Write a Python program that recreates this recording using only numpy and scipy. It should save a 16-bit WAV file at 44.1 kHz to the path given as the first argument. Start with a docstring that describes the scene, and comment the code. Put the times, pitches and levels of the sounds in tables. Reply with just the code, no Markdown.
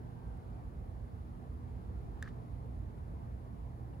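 """A quiet garden, with a two-port microphone set close to an orchid bud.
From the start: low town rumble, a far machine's hum and whoosh, air and thin hiss; faint far tones and
two bird chips come early. At 2.23 s the seam gives with one snap that rings the hollow bud, then creaks
and tears on for about 60 ms as the sepals spring apart and brush past each other.
The garden carries on, with one more far tone and a last chip near the end."""
import sys
import numpy as np
from scipy import signal
from scipy.fft import rfft, irfft
from scipy.io import wavfile
from scipy.ndimage import uniform_filter1d

SR = 44100
rng = np.random.default_rng(int(sys.argv[2]) if len(sys.argv) > 2 else 0)


def put_to_file(sound):
    """Save the sound as 16-bit audio at rate SR, in the file named by the first command-line argument."""
    columns = np.atleast_2d(sound).T  # one column per channel
    safe = np.clip(columns, -1, 1)
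    whole_steps = np.round(safe * 32767)
    wavfile.write(sys.argv[1], SR, whole_steps.astype(np.int16))


N = 176400

# steady noise at the microphone, ahead of trim, pan and swell: f/Hz, density/dB per Hz
TOWN_SPECTRUM = [(15, -100.5), (28, -94.5), (35, -76), (43, -65), (58, -59.5), (82, -62.5), (102, -68),
                 (140, -73.5), (165, -72.5), (200, -78.5), (300, -89.5), (600, -108), (1500, -135)]
WHOOSH_SPECTRUM = [(120, -105), (280, -89.5), (450, -86.5), (600, -92.5), (800, -93.5), (1100, -93),
                   (1350, -103), (1600, -104), (2700, -117), (3700, -117), (6000, -128), (15000, -150)]
AIR_SPECTRUM = [(30, -100), (70, -73.5), (160, -78.5), (300, -82), (480, -92), (750, -89.5), (1300, -100),
                (1600, -104), (2800, -115), (3700, -115.5), (5500, -121.5), (7500, -125), (9000, -132),
                (15000, -142)]
HISS_SPECTRUM = [(3000, -145), (6500, -127), (8400, -119.5), (10000, -120.5), (12000, -122), (15500, -127)]
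# slow swell of the whoosh and the air: t/s, gain/dB
AIR_SWELL = [(0, 0), (.4, 0), (.9, -0.8), (1.6, -0.66), (2.2, 0.8), (2.7, -0.65), (3.3, -0.8), (4, -1)]
# far machine's tones: f/Hz, rms level/dB, left minus right/dB, left phase lead/rad
MACHINE_TONES = [(118.8, -53, -4.5, 0), (240.8, -65, -10, 0.23), (480, -75.5, -6, 1.5),
                 (675.5, -72, 5, 2.5)]
# faint held tones from far off: t/s, length/s, f/Hz, level/dB
DISTANT_TONES = [(.14, 0.26, 1566, -75), (1.128, .06, 439, -58), (1.423, 0.039, 773, -62),
                 (3.35, 0.28, 1460, -83)]
# falling bird chips: t/s, length/s, start f/Hz, end f/Hz, level/dB
BIRD_CHIPS = [(.277, 0.01, 10500, 4170, -80), (0.37, 0.0084, 10300, 4000, -77),
              (3.929, .022, 2970, 2400, -75)]
# the seam gives, then catches and slips: t/s, level/dB, hollow f/Hz, sepal re hollow/dB, walls re hollow/dB
SEAM_SNAPS = [(2.2258, -27, 1715, -20.5, -4.5), (2.2416, -46, 1790, -12, -20), (2.25, -51, 1690, -3, -24),
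              (2.2585, -42, 1620, -8, -22), (2.2622, -48, 1750, -4, -22), (2.2654, -49, 1690, -14, -22),
              (2.2700, -43, 1630, -17, -28), (2.2759, -38.5, 1750, -4.5, -26), (2.2802, -49, 1870, -4, -20)]
# modes of the bud's stiff walls: f/Hz, relative level/dB, t60/s
WALL_MODES = [(2250, -14, 0.006), (3680, -15, 0.014), (4020, -19, 0.012), (5270, -13.5, 0.0067),
              (6350, -11.5, 0.0083), (7300, -10.5, 0.0076), (8700, -24, 0.0061), (9730, -12, 0.0069),
              (15200, -12, .007)]
# course of the tear along the seam: t/s, level/dB
TEAR_LEVELS = [(2.23, -62), (2.238, -61), (2.249, -66.5), (2.264, -61.5), (2.272, -65), (2.283, -58.5),
               (2.29, -64), (2.32, -81)]
# colour of the parting fibres and of the brushing sepals: f/Hz, relative level/dB
FIBRE_SPECTRUM = [(700, -41), (1100, -19), (1310, -2), (1500, -9), (1750, 1), (2100, -12.5), (2900, -21),
                  (4800, -20.5), (6500, -30), (8200, -35), (15000, -48)]
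BRUSH_SPECTRUM = [(1500, -25), (3100, 5), (5000, -10), (8000, -17), (13000, -32)]

HOLLOW_T60_S, SEPAL_HZ, SEPAL_T60_S = 0.013, 1290, 0.024  # the air in the bud; the flexing sepal
CRACK_DB, CRACK_DECAY_S, CRACK_LOW_HZ = -22, 0.0005, 4200  # the breaking tissue itself
HOLLOW_RISE_S, WALL_RISE_S = 0.00066, 0.0001  # the crack takes a moment to open


def undb(db):
    """Decibels to gain."""
    return 10 ** (np.asarray(db) / 20)


def colour(x, points):
    """Filter by a curve of f/Hz, level/dB points."""
    hz, db = np.array(points).T
    f = np.maximum(np.fft.rfftfreq(N, 1 / SR), 1)
    return irfft(rfft(x) * undb(np.interp(np.log(f), np.log(hz), db)), N)


def noise(points):
    """Steady noise with the given density per Hz."""
    return colour(rng.standard_normal(N) * np.sqrt(SR / 2), points)


def drift(per_s):
    """Smooth random wander with a spread near 1."""
    hold = int(SR / per_s)
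    steps = np.repeat(rng.standard_normal(256), hold)[:N]
    return np.sqrt(2) * uniform_filter1d(uniform_filter1d(steps, hold), hold)


def pan(db):
    """Port gains for a level difference, left minus right."""
    return undb(np.array([[db], [-db]]) / 2)


def ports(x, lag_ms, turn_rad=0):
    """Off-axis sound reaches the two ports at different times; with a positive lag the left leads."""
    f = np.fft.rfftfreq(N, 1 / SR)
    shift = np.exp(-1j * (2 * np.pi * f * lag_ms / 1000 + turn_rad))
    return np.array([x, irfft(rfft(x) * shift, N)])


def fade(t, t60):
    """Free decay, 60 dB down at t60."""
    return np.exp(-np.log(1000) * t / t60)


def town_rumble():
    """The town's low, uneven rumble, in phase at both ports and louder on the right."""
    gain_db = -1.2 + 1.24 * drift(per_s=24)
    return noise(TOWN_SPECTRUM) * pan(-3.5) * undb(gain_db)


def flicker(x, depth_db=1.65, top_hz=2400):
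    """Each narrow band of the distant noise flickers on its own; the treble stays even."""
    octave = np.log2(np.maximum(np.fft.rfftfreq(N, 1 / SR), 1))
    centres = np.r_[6:8:.5, 8:11.5:.2, 12, 13]  # octaves above 1 Hz
    depths = depth_db / (1 + (2 ** centres / top_hz) ** 4)
    spectrum = rfft(x)
    out = 0
    for weights, depth in zip(np.eye(len(centres)), depths):
        band = irfft(spectrum * np.interp(octave, centres, weights), N)
        out = out + band * undb(depth * drift(per_s=14))
    return out


def garden_air(t):
    """The far machine's whoosh from the left and air from all round swell together over thin hiss."""
    whoosh = ports(noise(WHOOSH_SPECTRUM), lag_ms=0.42)
    air = np.array([noise(AIR_SPECTRUM), noise(AIR_SPECTRUM)]) * pan(-0.5)
    hiss = ports(noise(HISS_SPECTRUM), lag_ms=-0.189, turn_rad=0.66)
    swell = undb(np.interp(t, *np.array(AIR_SWELL).T))
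    return flicker(whoosh + air) * swell + hiss


def machine_hum(t, wander_rad=0.72, waver_db=2.6):
    """The far machine's tones, each wavering in phase and level."""
    out = 0
    for hz, db, pan_db, lead in MACHINE_TONES:
        phase = 2 * np.pi * hz * t + wander_rad * drift(per_s=5.9)
        peak = np.sqrt(2) * undb(db + waver_db * drift(per_s=5.06))
        out = out + peak * pan(pan_db) * np.sin([phase, phase - lead])
    return out


def far_tones(t, wander_rad=0.52):
    """Thin, wavering tones from far off swell, hold and fade, barely above the air."""
    out = np.zeros(N)
    for at, length, hz, db in DISTANT_TONES:
        progress = np.clip((t - at) / length, 0, 1)
        arch = 2 * np.sqrt(progress * (1 - progress))
        out += undb(db) * arch * np.sin(2 * np.pi * hz * t + wander_rad * drift(per_s=25))
    return out


def bird_chips(t):
    """A bird in the background: very short whistles that drop in pitch."""
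    out = np.zeros(N)
    for at, length, start_hz, end_hz, db in BIRD_CHIPS:
        progress = np.clip((t - at) / length, 0, 1)
        hz = start_hz + (end_hz - start_hz) * progress ** 2
        out += undb(db) * np.sin(np.pi * progress) * np.sin(2 * np.pi * np.cumsum(hz) / SR)
    return out


def seam_snaps():
    """Close up, each crack rings hollow, sepal and walls; the hollow's pitch shifts as the bud opens."""
    t = np.arange(SR // 10) / SR
    out = np.zeros(N)
    highpass = signal.butter(2, CRACK_LOW_HZ, "high", fs=SR, output="sos")
    ring = lambda hz, t60: np.sin(2 * np.pi * hz * t) * fade(t, t60)
    walls = sum(undb(db) * ring(hz, t60) for hz, db, t60 in WALL_MODES)
    for at, db, hollow_hz, sepal_db, walls_db in SEAM_SNAPS:
        sepal = undb(sepal_db) * ring(SEPAL_HZ, SEPAL_T60_S)
        pop = (ring(hollow_hz, HOLLOW_T60_S) + sepal) * (1 - np.exp(-t / HOLLOW_RISE_S))
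        burst = rng.standard_normal(len(t)) * np.exp(-t / CRACK_DECAY_S)
        crack = undb(CRACK_DB) * signal.sosfilt(highpass, burst)
        tick = (walls + crack) * (1 - np.exp(-t / WALL_RISE_S))
        start = int(at * SR)
        out[start:start + len(t)] += undb(db) * (pop + undb(walls_db) * tick)
    return out


def leaf_scatter(x, t60_s=0.054, dull_hz=4530, gain_db=-18):
    """Brief, duller echoes off the leaves and the basket near the microphone."""
    t = np.arange(SR // 4) / SR
    dull = signal.sosfilt(signal.butter(1, dull_hz, fs=SR, output="sos"), x)
    echoes = rng.standard_normal((2, len(t))) * fade(t, t60_s) * (1 - fade(t, t60_s / 2))
    return undb(gain_db) * np.array([signal.fftconvolve(dull, e / np.linalg.norm(e))[:N] for e in echoes])


def seam_tear(t, fibres_per_s=2000, scatter_db=2, width=0.32):
    """Fibres part one after another along the seam: a dense run of tiny clicks."""
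    def fibres():
        clicks = (rng.random(N) < fibres_per_s / SR) * rng.choice([-1, 1], N)
        strength = undb(-scatter_db * rng.standard_normal(N))
        crackle = colour(clicks * strength, FIBRE_SPECTRUM)
        return crackle / crackle.std()
    at, db = np.array(TEAR_LEVELS).T
    envelope = undb(np.interp(t, at, db)) * (t > at[0]) * (t < at[-1])
    mid, side = fibres(), width * fibres()
    return envelope * np.array([mid + side, mid - side])


def sepal_brush(t, at_s=2.286, spread_s=0.0061, level_db=-68):
    """The freed sepals rub softly past each other, right at the microphone."""
    rub = np.array([noise(BRUSH_SPECTRUM), noise(BRUSH_SPECTRUM)])
    envelope = np.exp(-((t - at_s) / spread_s) ** 2 / 2)
    return undb(level_db) * envelope * rub / rub.std()


def scene():
    """The bud close in front, a touch to the right; the garden behind."""
    t = np.arange(N) / SR
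    snaps = seam_snaps()
    direct = ports(snaps, lag_ms=-0.03) * pan(-1.5)
    bud = direct + leaf_scatter(snaps) + seam_tear(t) + sepal_brush(t)
    return bud + town_rumble() + garden_air(t) + machine_hum(t) + far_tones(t) + bird_chips(t)


def record(dry):
    """The recorder cuts the top steeply above 16.3 kHz."""
    return signal.sosfilt(signal.ellip(8, .2, 70, 16300, fs=SR, output="sos"), dry)


dry = scene()
out = record(dry)
put_to_file(out)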